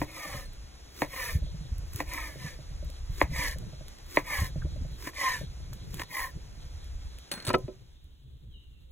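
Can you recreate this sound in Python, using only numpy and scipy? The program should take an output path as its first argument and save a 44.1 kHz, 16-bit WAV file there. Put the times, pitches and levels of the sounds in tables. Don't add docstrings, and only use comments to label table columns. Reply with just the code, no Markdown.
import sys
import numpy as np
from scipy import signal
from scipy.fft import rfft, irfft
from scipy.io import wavfile
from scipy.ndimage import map_coordinates

SR = 44100
rng = np.random.default_rng(int(sys.argv[2]) if len(sys.argv) > 2 else 0)


def store_wav(level_fs):
    pcm = np.round(np.clip(np.atleast_2d(level_fs), -1, 1) * 32767)
    wavfile.write(sys.argv[1], SR, pcm.T.astype(np.int16))


N = 392931
T, HZ = np.arange(N) / SR, np.fft.rfftfreq(N, 1 / SR)
AGE = np.arange(SR // 2) / SR

# centre in Hz, width in Hz, weight in dB.
BLADE_BANDS = [(1745, 120, 2.5), (2024, 460, -1), (2300, 220, -0.5), (2900, 300, -18)]
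# centre in Hz, width in Hz, weight in dB.
BOARD_BANDS = [(910, 15, -2), (993, 63, 2.5), (1063, 54, 2.5)]
# pitch in Hz, relative density in dB.
MEAT_SPECTRUM = [(100, -13.5), (350, 24), (700, -11), (1050, 11.5), (1450, 6.5), (2000, 12), (3000, 6),
                 (5000, 11.5), (9000, 4.5), (13000, 9), (16000, 1.5)]
# pitch in Hz, relative density in dB.
BUMP_SPECTRUM = [(80, -8), (300, -4), (550, 0), (700, -6), (1000, -26), (1500, -40), (3000, -60)]
# pitch in Hz, relative density in dB.
CLINK_SPECTRUM = [(60, -13), (200, 15), (700, 1.5), (2000, -1), (4500, 9), (6500, -10), (9000, -6.5),
                  (16000, -18)]
# pitch in Hz, weight in dB, t60 in seconds.
HANDLE_MODES = [(620, -3, .025), (985, -2, .03), (1210, -7, .025), (1300, 4.5, .04), (1775, -4, .03),
                (2010, -7, .03), (2430, -6, .04), (2560, -7, .035), (3000, -8, .03), (3670, -14, .03),
                (4340, -13, .025)]
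# time in seconds, level change in dB.
GARDEN_FADE = [(0, 3.5), (3, 4.5), (7.2, 3), (7.6, 1.5), (7.9, -9), (8.2, -20), (8.9, -51)]
# second when the edge lands, knock level in dB, sharpness of
# the blow in dB, shear level in dB, how long before landing the shear is full in seconds,
# crunch of the last fibres in dB, boost of the knock's low notes in dB.
CUTS = [(0.015, -19.5, 3, -44.5, .02, -68, 7), (1.018, -11, 3, -41, 0.004, -57.5, 1.5),
        (2.002, -19, 4, -45, 0.031, -48.5, 1.5), (3.213, -7.5, 7, -44.5, 0.025, -47, -5.5),
        (4.17, -6.5, 7.5, -40.5, 0.016, -46.5, -6), (5.069, -31, -28, -47, 0.038, -41, 6),
        (5.996, -27.5, -24, -50.5, 0.053, -42.5, -2)]


def amp(db):
    return 10 ** (np.asarray(db) / 20)


def unit(x):
    return x / np.sqrt(np.mean(x ** 2) + 1e-20)


def peaked(x):
    return x / abs(x).max()


def read(points, hz):
    f, value = np.transpose(points)
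    return np.interp(np.log(hz + 1), np.log(f + 1), value)


def add(mix, s, sound):
    part = mix[max(round(s * SR), 0):][:len(sound)]
    part += sound[:len(part)]


def colour(x, spectrum):
    gain = amp(read(spectrum, np.fft.rfftfreq(len(x), 1 / SR)))
    return unit(irfft(rfft(x) * gain, len(x)))


def resonate(x, bands):
    hz = np.fft.rfftfreq(len(x), 1 / SR)
    gain = sum(amp(db) / (1 + (2 * (hz - f) / width) ** 2) for f, width, db in bands)
    return unit(irfft(rfft(x) * gain, len(x)))


def waver(count, rate_hz):
    low_pass = np.exp(-(np.fft.rfftfreq(count, 1 / SR) / rate_hz) ** 2)
    return unit(irfft(rfft(rng.standard_normal(count)) * low_pass, count))


def ring(modes, damping=1):
    total = 0
    for hz, db, t60 in modes:
        decay = amp(db + rng.normal(0, 0.81) - 60 * AGE / (t60 * damping))
        total = total + decay * rng.choice([-1, 1]) * np.sin(2 * np.pi * hz * AGE)
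    return peaked(total)


def burst(spectrum, t60, rise=0.0001):
    shape = peaked((1 - np.exp(-AGE / rise)) * amp(-60 * AGE / t60))
    return colour(rng.standard_normal(len(AGE)), spectrum) * shape / 2


def rock(pitch=1):
    rock_hz, t60_s = 139, .11
    onset = 1 - np.exp(-AGE * rock_hz * 2)
    return amp(-60 * AGE / t60_s) * np.sin(2 * np.pi * rock_hz * pitch * AGE) * onset


def crackle(count, per_s=260, spread_db=4.0):
    size = amp(spread_db * np.minimum(rng.exponential(1, count), 3.5)) * rng.choice([-1, 1], count)
    return unit(size * (rng.random(count) < per_s / SR))


def friction(count, grains_per_s, grain_share, flutter_db):
    slips = (rng.random(count) < grains_per_s / SR) * rng.standard_normal(count)
    rub = grain_share * unit(slips) + rng.standard_normal(count)
    return rub * amp(flutter_db * waver(count, 130))


def stroke(progress, pointedness):
    return abs(np.sin(np.pi * progress)) ** pointedness


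def glide(x, speed):
    return map_coordinates(x, [np.cumsum(speed)], order=3, mode="mirror")


def comb(x, stretch):
    # delay in seconds before stretching, signed strength.
    paths = [(.0007, -.3), (.0032, .7), (.0051, -.45)]
    for delay, strength in paths:
        x = x + strength * map_coordinates(x, [np.arange(len(x)) - delay * stretch * SR], order=3)
    return unit(x)


def cuts():
    rise_db_per_s, hold_s, fall_db_per_s = 218.5, 0.011, 426.5
    crunch_delay_s, crunch_width_s, crunch_hiss_db = 0.0085, 0.01656, -5
    out, t = np.zeros(N), np.arange(-SR // 5, SR // 8) / SR
    for s, _, _, shear_db, sink_s, crunch_db, _ in CUTS:
        rub = friction(len(t), 1200, 0.34, 2.4)
        swell_db = rise_db_per_s * np.minimum(t + sink_s, 0) - fall_db_per_s * np.maximum(t - hold_s, 0)
        crunch = amp(crunch_db) * np.exp(-((t - crunch_delay_s) / crunch_width_s) ** 2)
        hiss = (amp(shear_db + swell_db) + amp(crunch_hiss_db) * crunch) * colour(rub, MEAT_SPECTRUM)
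        cut = hiss + crunch * resonate(rub, BLADE_BANDS + BOARD_BANDS)
        add(out, s + t[0], cut[s + t >= 0])
    return out


def knocks(spread_s=0.00331, ring_db=-7, chatter_db=-12, rock_db=-22, full_below_hz=720):
    # pitch in Hz, relative density in dB.
    blow_spectrum = [(50, -9.5), (200, -22), (320, 0), (600, 8), (710, 3.5), (790, -1.5), (890, 5.5),
                     (1020, 7.5), (1450, -15.5), (1900, 6.5), (2500, -2.5), (3000, -20), (4300, -15.5),
                     (5500, -39), (8000, -57.5), (16000, -46.5)]
    # pitch in Hz, weight in dB, t60 in seconds.
    board_modes = [(298, 5.5, .09), (420, -6, .045), (530, 1, .06), (620, -4, .045), (715, -8, .04),
                   (910, -2, .05), (1020, -3, .05), (1150, -7, .045), (1620, -15, .05), (1885, -2, .05),
                   (2130, -8, .04), (2440, -7, .05)]
    out, hz = np.zeros(N), np.fft.rfftfreq(len(AGE), 1 / SR)
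    lead_s = .01
    phase = 4 * np.pi * spread_s * np.sqrt(1000 * hz) + 2 * np.pi * hz * lead_s
    wave = peaked(irfft(amp(read(blow_spectrum, hz)) * np.exp(-1j * phase), len(AGE)))
    low_pass = signal.butter(1, full_below_hz, fs=SR, output="sos")
    for s, db, sharp_db, *_, full_db in CUTS:
        knock = amp(sharp_db - 8.0) * wave
        wood = amp(ring_db) * ring(board_modes) + amp(rock_db) * rock()
        chatter = amp(chatter_db) * burst(blow_spectrum, 0.12)
        add(knock, lead_s + 0.002492, wood + chatter)
        low_boost = (amp(full_db) - 1) * signal.sosfilt(low_pass, knock)
        add(out, s - lead_s, amp(db) * (knock + low_boost))
    return out


def scrapes(travel=.9, wet_db=-8, judder_db=-3, judders_per_s=140):
    # start in seconds, speeding up in seconds, slowing down in
    # seconds, pointedness of the swell, blade ring in dB, board ring in dB, hiss in dB, extra sheen at
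    # the top of the treble in dB, drag of meat in dB, pitch factor of the blade ring, lag of the hiss
    # (above 1 it peaks later than the blade ring), singing of the edge in dB, boost of the board's
    # outer notes in dB.
    strokes = [(0.05, 0.22, 0.2, 1.1, -44, -47, -45, -1.5, -52.5, 1.04, 1.12, -58, 10),
               (1.055, 0.18, 0.17, 1.75, -39.5, -45.5, -39.5, 3.5, -54, 1.04, 1.13, -45.5, 3),
               (2.045, 0.11, 0.25, 1.43, -42, -47.5, -45.5, -1, -55, 1.03, 0.97, -53, 0),
               (2.32, 0.15, 0.14, 2.8, -47, -56.5, -48.5, -8, -61.5, 1.01, 0.91, -61, 2),
               (3.275, 0.15, 0.16, 2.57, -34, -39.5, -37, -4, -52.5, 1.013, 1.09, -36, -8),
               (4.22, 0.13, 0.17, 1.9, -36, -39.5, -38.5, 1, -53, 1.015, 1.16, -42, -4),
               (5.108, 0.14, 0.24, 2.86, -35, -35, -37, -7.5, -58, 1.046, 1, -36, -11),
               (6.058, 0.14, 0.15, 3.47, -41.5, -35.5, -39, 6.5, -58, 1.04, 0.96, -37, -16)]
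    # pitch in Hz, relative density in dB.
    hiss_spectrum = [(100, -57), (400, 3), (1400, -30), (3000, 6), (3500, 7), (4400, 9), (5700, 8.5),
                     (7500, 3), (9500, 5), (12000, 6), (14300, 2.5), (16000, -1)]
    # centre in Hz, width in Hz, weight in dB.
    drag_bands = [(528, 100, 8), (634, 83, -6), (309.5, 80, 3)]
    # centre in Hz, width in Hz, weight in dB
    outer_bands = [(1210, 180, -0.5), (766, 156, -13)]
    board_power, hiss_power, drag_power = 1.34, 0.79, 0.38
    sink_per_s = .18
    sing_hz, sing_width_hz, sing_sink_per_s = 1926, 180, .6
    out = np.zeros(N)
    for (s, rise_s, fall_s, pointedness, blade_db, board_db, hiss_db, sheen_db, drag_db, pitch, lag,
         sing_db, outer_db) in strokes:
        t = np.arange(0, rise_s + fall_s, 1 / SR)
        progress = np.interp(t, [0, rise_s, rise_s + fall_s], [0, .5, 1])
        effort = stroke(progress, pointedness)

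        rub = friction(len(t), 900, 0.35, 1.2)
        stretch = np.exp(travel * t) * rng.uniform(.85, 1.15)
        grip = amp(1.4 * waver(len(t), 75))
        judder = amp(judder_db) * crackle(len(t), per_s=judders_per_s, spread_db=0.0)
        push = comb((unit(rub) + judder) * grip, stretch)

        blade_patch, sing_patch, board_patch = (amp(1.2 * waver(len(t), 30)) for _ in range(3))
        blade_speed = pitch * np.exp(-sink_per_s * (t - rise_s))
        blade = amp(blade_db) * blade_patch * effort * glide(resonate(push, BLADE_BANDS), blade_speed)

        sing_speed = np.exp(-sing_sink_per_s * (t - rise_s))
        sing_note = glide(resonate(push, [(sing_hz, sing_width_hz, 0)]), sing_speed)
        sing = amp(sing_db) * sing_patch * effort * sing_note

        board_bands = BOARD_BANDS + [(hz, width, db + outer_db) for hz, width, db in outer_bands]
        board = amp(board_db) * board_patch * effort ** board_power * resonate(push, board_bands)

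        drag_level = amp(drag_db + 2 * waver(len(t), 50))
        drag = drag_level * effort ** drag_power * resonate(push, drag_bands)

        bright = [(hz, db + sheen_db * np.clip(hz / 8000 - .8, 0, 1)) for hz, db in hiss_spectrum]
        wet_rub = comb(rub, stretch) + amp(wet_db) * crackle(len(t))
        hiss_effort = stroke(progress ** lag, pointedness * hiss_power)
        hiss = amp(hiss_db) * hiss_effort * colour(wet_rub, bright)
        add(out, s, blade + sing + board + drag + hiss)
    return out


def catches():
    # start in seconds, level in dB, tick against the ring in dB.
    snaps = [(1.163, -29, -12), (3.362, -29, -10), (3.484, -41, -16), (5.024, -40, 3), (5.071, -34, -2),
             (5.074, -29.5, -5), (5.088, -50, -13), (5.134, -42, -12), (5.241, -29, -6), (5.268, -30, -19),
             (5.941, -41.5, 2), (5.998, -30.5, -1), (6.018, -24, -6), (6.034, -37, 0.5), (6.169, -25, -19),
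             (6.193, -22, -20), (6.203, -29, -14), (6.216, -28, -14)]
    # pitch in Hz, weight in dB, t60 in seconds.
    edge_modes = [(990, -1, .028), (1110, -4, .022), (1860, 1, .022), (2070, -2, .018), (2350, -4, .018),
                  (2850, -10, .012), (3900, -13, .008)]
    out = np.zeros(N)
    for s, db, tick_db in snaps:
        add(out, s, amp(db) * (ring(edge_modes, 1.0) + amp(tick_db) * burst(MEAT_SPECTRUM, 0.03)))
    return out


def handling(rock_db=3, soft_s=0.0014):
    # start in seconds, dull knock in dB, rocking of the board
    # in dB before rock_db.
    bumps = [(1.363, -46, -35), (1.422, -48, -41), (1.465, -46.5, -44), (1.488, -52, -57),
             (1.542, -49, -33), (1.607, -55, -33.5), (1.711, -66, -41), (2.288, -48, -58),
             (2.356, -40, -42), (2.443, -47, -32), (2.505, -49, -56), (2.589, -43, -38.5),
             (2.706, -55, -39), (2.825, -40.5, -43), (2.894, -48, -55), (3.096, -70, -37),
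             (3.315, -50, -41), (3.507, -59, -56), (3.559, -40.5, -38), (3.627, -44, -54), (3.73, -44, -38),
             (3.808, -41, -39), (3.861, -51, -56), (4.425, -45, -29), (4.558, -36.5, -27),
             (4.651, -44.5, -44), (4.664, -42, -42), (4.759, -42, -52), (4.848, -42, -32), (4.91, -57, -48),
             (5.41, -37, -32.5), (5.6, -49, -44), (5.72, -55, -45)]
    # pitch in Hz, weight in dB, t60 in seconds.
    muffled_modes = [(320, -3, .045), (430, -6, .035), (545, -1, .055), (610, 0, .055)]
    # start in seconds, relative level in dB, tilt in dB per octave.
    ticks = [(0.533, -43.5, 8), (0.999, -32, 12), (1.782, -38, 2), (1.935, -34, 3), (1.96, -25, 2),
             (2.136, -25, -1), (2.847, -42, 8), (2.901, -37, 0), (3.585, -36, 0), (3.8824, -34, -4),
             (3.986, -42, -7), (4.918, -47, 21), (5.074, -33, -6), (5.7302, -34.5, -9.5), (5.734, -32, 1),
             (5.9434, -29.5, -2), (5.996, -24, -13), (6.8436, -45, 0), (7.186, -36.5, -3),
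             (7.5843, -41, 10), (8.0418, -55, 2.5)]
    # pitch in Hz, relative density in dB.
    tick_spectrum = [(300, -41), (1500, -5), (4000, 8), (9000, 9), (13000, 10.5), (16000, 3.5)]
    # start in seconds, relative level in dB, pitch in Hz.
    pops = [(1.487, -50, 375), (2.155, -52, 290), (2.357, -46.5, 305), (4.617, -45, 1520), (4.65, -46, 335)]
    out, onset = np.zeros(N), 1 - np.exp(-AGE / soft_s)
    for s, db, push_db in bumps:
        knock = peaked(ring(muffled_modes, 1.0) * onset ** 2)
        knock = knock + amp(-22.5) * burst(BUMP_SPECTRUM, 0.09, rise=0.0073)
        add(out, s, amp(db) * knock + amp(push_db + rock_db) * rock(rng.uniform(.9, 1.123)))
    for s, db, tilt_db in ticks:
        snap = [(hz, level + tilt_db * np.log2(hz)) for hz, level in tick_spectrum]
        add(out, s, amp(db + 1.0) * (burst(snap, 0.01) + 0.14 * burst(snap, 0.14)))
    for s, db, hz in pops:
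        tone = resonate(rng.standard_normal(len(AGE)), [(hz, 0.18 * hz, 0)])
        add(out, s, amp(db + 7.0) * tone * amp(-60 * AGE / 0.051) * onset)
    return out


def clinks():
    # start in seconds, level in dB, ring time as a factor, an unused
    # value, boost of the free tip's modes in dB, tick in dB.
    touches = [(0.455, -41, 0.45, 34, 2, -20), (7.3151, -21, 1.1, -3, -1, 0.5),
               (7.321, -28.5, 0.17, 0, 2, 0), (7.338, -27, 0.15, -3, 0, -3.5),
               (7.401, -42, 0.22, -6, 7, 4.5), (7.424, -42, .2, -3, 5, 5),
               (7.45, -30.5, 0.49, -0.5, -1.5, 0.5), (7.467, -25, 0.83, 4, -11, -2),
               (7.474, -26, 0.5, 0, -13.5, 0), (7.481, -26, 0.4, 17, -10.5, 2.5),
               (7.491, -25, 0.2, 15, -12.5, 4.5), (7.502, -28.5, 0.2, -5, -11.5, -0.5),
               (7.531, -30, 0.6, -5, -11, -2.5)]
    # pitch in Hz, weight in dB, t60 in seconds.
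    steel_modes = [(576, -10, .17), (1560, -14, .3), (3525, -15, .2), (4268, -11, .2), (4290, -5, .38),
                   (5450, -13, .08), (6137, -9, .1), (7063, -11, .09), (8083, -5, .2), (8110, -10, .14),
                   (8620, -2, .08), (9300, -6, .1), (10430, -12, .16), (10465, -9.5, .22), (10530, -9, .1),
                   (11650, -12, .1), (12500, -19, .16), (14730, -18, .14), (15620, -21, .2)]
    tip_hz = (4268, 4290)
    # pitch in Hz, relative density in dB.
    slide_spectrum = [(60, 1.5), (170, 13), (800, 1), (1500, 6), (2400, 3), (3200, -8), (4500, -9.5),
                      (6000, -6.5), (9000, -25), (16000, -18)]
    flat_s, still_db_per_s = 7.46, 300
    out = np.zeros(N)
    for s, db, damping, _, tip_db, tick_db in touches:
        modes = [(hz, level + tip_db * (hz in tip_hz), t60) for hz, level, t60 in steel_modes]
        stilled = amp(-still_db_per_s * np.maximum(AGE - max(flat_s - s, 0), 0))
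        slide = burst(slide_spectrum, .6 * damping) * amp(3 * waver(len(AGE), 111.1))
        tick = amp(tick_db) * burst(CLINK_SPECTRUM, .024, rise=.0005)
        clink = amp(-1.5) * ring(modes, damping) + tick + amp(-14.5) * slide
        add(out, s, amp(db) * stilled * clink)
    return out


def thuds(rumble_db=-17):
    # start in seconds, relative level in dB, hardness of the blow in dB,
    # ring time of the table as a factor, pitch of the handle as a factor.
    drops = [(7.478, -22, -3.5, 0.53, 0.81), (7.483, -28.5, 6.5, 0.95, 0.93),
             (7.491, -25.5, -2.5, 0.58, 0.95), (7.5, -25, 5, 1, 0.91), (7.503, -19.5, 6.5, 1, 0.77),
             (7.5375, -18, 2.5, 0.68, 1), (7.5402, -7, -1, 1, 0.99), (7.5445, -13.5, 8, 1, 1),
             (7.548, -17.5, 5.5, 0.87, 1), (7.68, -22, -15, 1, 1)]
    # pitch in Hz, weight in dB, t60 in seconds.
    table_modes = [(226, -9, .1), (285, -9, .08), (340, -7, .12), (377, -1.5, .16), (502, -4.5, .11),
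                   (530, -5, .08), (596, 2, .1), (640, -5, .07), (865, -14, .08), (1023, -15, .18),
                   (1295, -2, .09), (1780, -18, .06), (2420, -14, .07)]
    # pitch in Hz, relative density in dB.
    clack_spectrum = [(40, -2.5), (200, 10.5), (450, 2.5), (1250, -11), (1700, -11.5), (2500, -21.5),
                      (4500, -12.5), (7000, -37.5), (16000, -34.5)]
    soft_hz = 430
    out = np.zeros(N)
    for s, db, hard_db, damping, pitch in drops:
        softness_db = min(hard_db, 0)
        modes = [(hz, level + softness_db * np.log(max(hz / soft_hz, 1)), t60)
                 for hz, level, t60 in table_modes]
        handle = ring([(hz * pitch, level, t60) for hz, level, t60 in HANDLE_MODES])
        clack = handle + amp(-4) * burst(clack_spectrum, .03, rise=.0006)
        rumble = amp(rumble_db + softness_db / 2) * burst(BUMP_SPECTRUM, 0.14, rise=0.0043)
        add(out, s, amp(db) * (amp(-7.0) * ring(modes, damping) + amp(hard_db - 6.5) * clack + rumble))
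    return out


def rattles(taps_per_s=900):
    # start in seconds, length of the tapping in seconds, peak in dB.
    chatters = [(7.473, 0.052, -24.5), (7.544, 0.022, -22.5)]
    out = np.zeros(N)
    for s, length, db in chatters:
        count = int(length * SR)
        taps = crackle(count, per_s=taps_per_s, spread_db=7.0) * signal.windows.tukey(count, .5)
        tap_sound = ring(HANDLE_MODES) + burst(CLINK_SPECTRUM, 0.015)
        add(out, s, amp(db) * peaked(signal.fftconvolve(taps, tap_sound)))
    return out


def board_width(x, below_hz=1900, side_db=-10.0):
    low = signal.sosfilt(signal.butter(2, below_hz, fs=SR, output="sos"), x)
    paths = rfft(rng.standard_normal(len(AGE)) * amp(-60 * AGE / .012), N)
    side = irfft(rfft(low) * np.exp(1j * np.angle(paths) - 2j * np.pi * HZ * .003), N)
    return amp(side_db) * side * np.array([[1], [-1]])


def surroundings(x, t60=0.28):
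    taps = rng.standard_normal((2, len(AGE))) * amp(-60 * AGE / t60) * (AGE > .002)
    return signal.fftconvolve(x[None], taps / np.linalg.norm(taps[0]), axes=1)[:, :N]


def air(spectrum, patchy_db, diffuse=1):
    # pitch in Hz, likeness from 0 to 1.
    likeness = [(20, 1), (150, 0.71), (400, 0), (1500, 0.2), (2800, 0.5), (4500, 1), (16000, 1)]
    a, b = (colour(rng.standard_normal(N), spectrum) for _ in range(2))
    same = np.clip(read(likeness, HZ), 0, 1) ** diffuse
    right = irfft(same * rfft(a) + np.sqrt(1 - same ** 2) * rfft(b), N)
    return np.array([a, right]) * amp(patchy_db * waver(N, 23))


def breeze():
    # start in seconds, peak in dB, pitch in Hz, tumbling eddies in dB.
    buffets = [(0.345, -37, 90, -36), (1.35, -18.5, 84, -27), (1.42, -27, 69.5, -27.5),
               (1.544, -43, 121, -54), (1.585, -32.5, 46.7, -54), (1.717, -24.5, 64, -35.5),
               (1.785, -32, 70.5, -39), (1.949, -29, 99, -44), (2.446, -47, 117, -34),
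               (3.095, -26, 76, -41), (3.232, -24.5, 65, -31), (3.318, -35, 110, -28.5),
               (3.34, -29, 50, -44), (3.389, -33.5, 110, -33.5), (4.386, -25, 65.5, -46),
               (4.415, -23, 76, -31), (4.645, -26, 68, -31), (4.81, -26, 74.4, -29.5),
               (5.714, -36, 114, -43.5), (7.48, -23, 115.6, -28.5), (8.466, -42.5, 89.6, -41)]
    # pitch in Hz, relative density in dB.
    eddy_spectrum = [(40, -9.5), (110, 4), (165, 2.5), (230, -9), (330, -16.5), (500, -35), (1000, -56),
                     (4000, -79)]
    # time in seconds, deep rumble in relative dB, flutter in relative dB.
    course = [(0.0, -38, -51), (0.24, -52, -62), (0.38, -37, -43.5), (0.76, -47, -67), (1.18, -49, -56),
              (1.36, -32.5, -47), (2.28, -40, -58.5), (2.38, -48, -45), (2.64, -34.5, -56.5),
              (3.22, -36.5, -56), (3.34, -30, -40.5), (3.52, -35.5, -59), (3.58, -37, -43.5),
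              (4.0, -44.5, -61), (4.8, -31, -42.5), (5.18, -46.5, -62.5), (5.44, -42, -42.5),
              (5.54, -38, -50.5), (6.02, -40.5, -46), (6.12, -61, -61), (6.24, -38, -67),
              (6.36, -43, -48.5), (7.08, -34, -61.5), (7.32, -56.5, -64), (7.64, -44.5, -45.5),
              (7.92, -52, -65), (8.439, -46.5, -59.5), (8.9, -47, -66)]
    # pitch in Hz, relative density in dB.
    rumble_spectrum = [(10, -21), (25, 3), (70, 4.5), (100, -11.5), (150, -24.5), (250, -44.5), (1000, -61),
                       (4000, -89.5)]
    # pitch in Hz, relative density in dB.
    flutter_spectrum = [(40, -19.5), (90, -1), (130, 5.5), (170, -2.5), (230, -15), (500, -19.5),
                        (1000, -56), (4000, -58)]
    lumps = np.zeros(N)
    for s, db, hz, eddies_db in buffets:
        turns = hz * AGE
        push = peaked(turns * np.exp(-turns / .5) * np.sin(2 * np.pi * turns))
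        eddies = amp(eddies_db) * burst(eddy_spectrum, 0.081, rise=0.0087)
        add(lumps, s, -amp(db) * push + eddies)
    s, rumble_db, flutter_db = np.transpose(course)
    rumble = amp(np.interp(T, s, rumble_db) - 3.5) * air(rumble_spectrum, 2.3)
    flutter = amp(np.interp(T, s, flutter_db) - 0.5) * air(flutter_spectrum, 4.5)
    return lumps + rumble + flutter


def garden():
    # pitch in Hz, relative density in dB.
    garden_spectrum = [(20, 0), (200, 12), (500, 10.5), (1000, 5), (2400, 3), (3700, -2), (5000, 5),
                       (7000, 1), (7800, -5.5), (8700, -6), (10400, -3), (11200, -13.5), (14000, -9.5),
                       (16000, -25.5)]
    # pitch in Hz, relative density in dB.
    quiet_spectrum = [(20, 23), (150, 11), (300, 14.5), (550, -0.5), (1100, -3.5), (2400, -4), (3000, 4),
                      (3900, 6.5), (4500, -6), (5500, -8), (9000, -9.5), (16000, -11.5)]
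    hiss = amp(np.interp(T, *np.transpose(GARDEN_FADE)) - 60.0) * air(garden_spectrum, 0.68)
    return hiss + amp(-65.5) * air(quiet_spectrum, 1.0, diffuse=3.2)


def insects(db=-69.0):
    level_db = db + np.interp(T, *np.transpose(GARDEN_FADE)) + 3.5 * waver(N, 7)
    return amp(level_db) * resonate(rng.standard_normal(N), [(3980, 630, 2), (3324, 200, 0.0)])


def bird():
    # start in seconds, length in seconds, first pitch in Hz, last pitch in Hz,
    # relative level in dB.
    whistles = [(7.881, 0.17, 3300, 3940, -73), (8.21, 0.1, 3300, 3540, -77.5),
                (8.485, 0.11, 3420, 2680, -65), (8.49, 0.12, 3990, 3680, -71),
                (8.71, 0.085, 2740, 2700, -74.5)]
    song = np.zeros(N)
    for s, length, start_hz, end_hz, db in whistles:
        u = np.arange(0, 1, 1 / (length * SR))
        hz = end_hz + (start_hz - end_hz) * (1 - u) ** 1.2
        tone = np.sin(2 * np.pi * np.cumsum(hz) / SR)
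        add(song, s, amp(db) * tone * signal.windows.tukey(len(u), .5))
    song *= amp(3.5 * waver(N, 60) - 1)
    return amp(-2) * song + amp(4.5) * surroundings(song, t60=0.6)


def scene():
    # pitch in Hz, phase in radians.
    phase_table = [(0, 0), (600, -.35), (1500, 0), (2400, 1), (3700, 1.5), (4900, 3.14), (15400, 18.85)]
    near = cuts() + knocks() + scrapes() + catches() + handling() + clinks() + thuds() + rattles()
    both = near + breeze() + garden() + insects() + bird()
    difference = np.interp(HZ, *np.transpose(phase_table))
    stereo = irfft(rfft(both) * np.exp(.5j * np.array([difference, -difference])), N)
    return stereo + board_width(near) + amp(-25.5) * surroundings(near, t60=0.029)


def record(dry):
    low_pass = signal.firwin(511, 15850, window=("kaiser", 9), fs=SR)
    return signal.oaconvolve(dry, low_pass[None], "same")


dry = scene()
out = record(dry)
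store_wav(out)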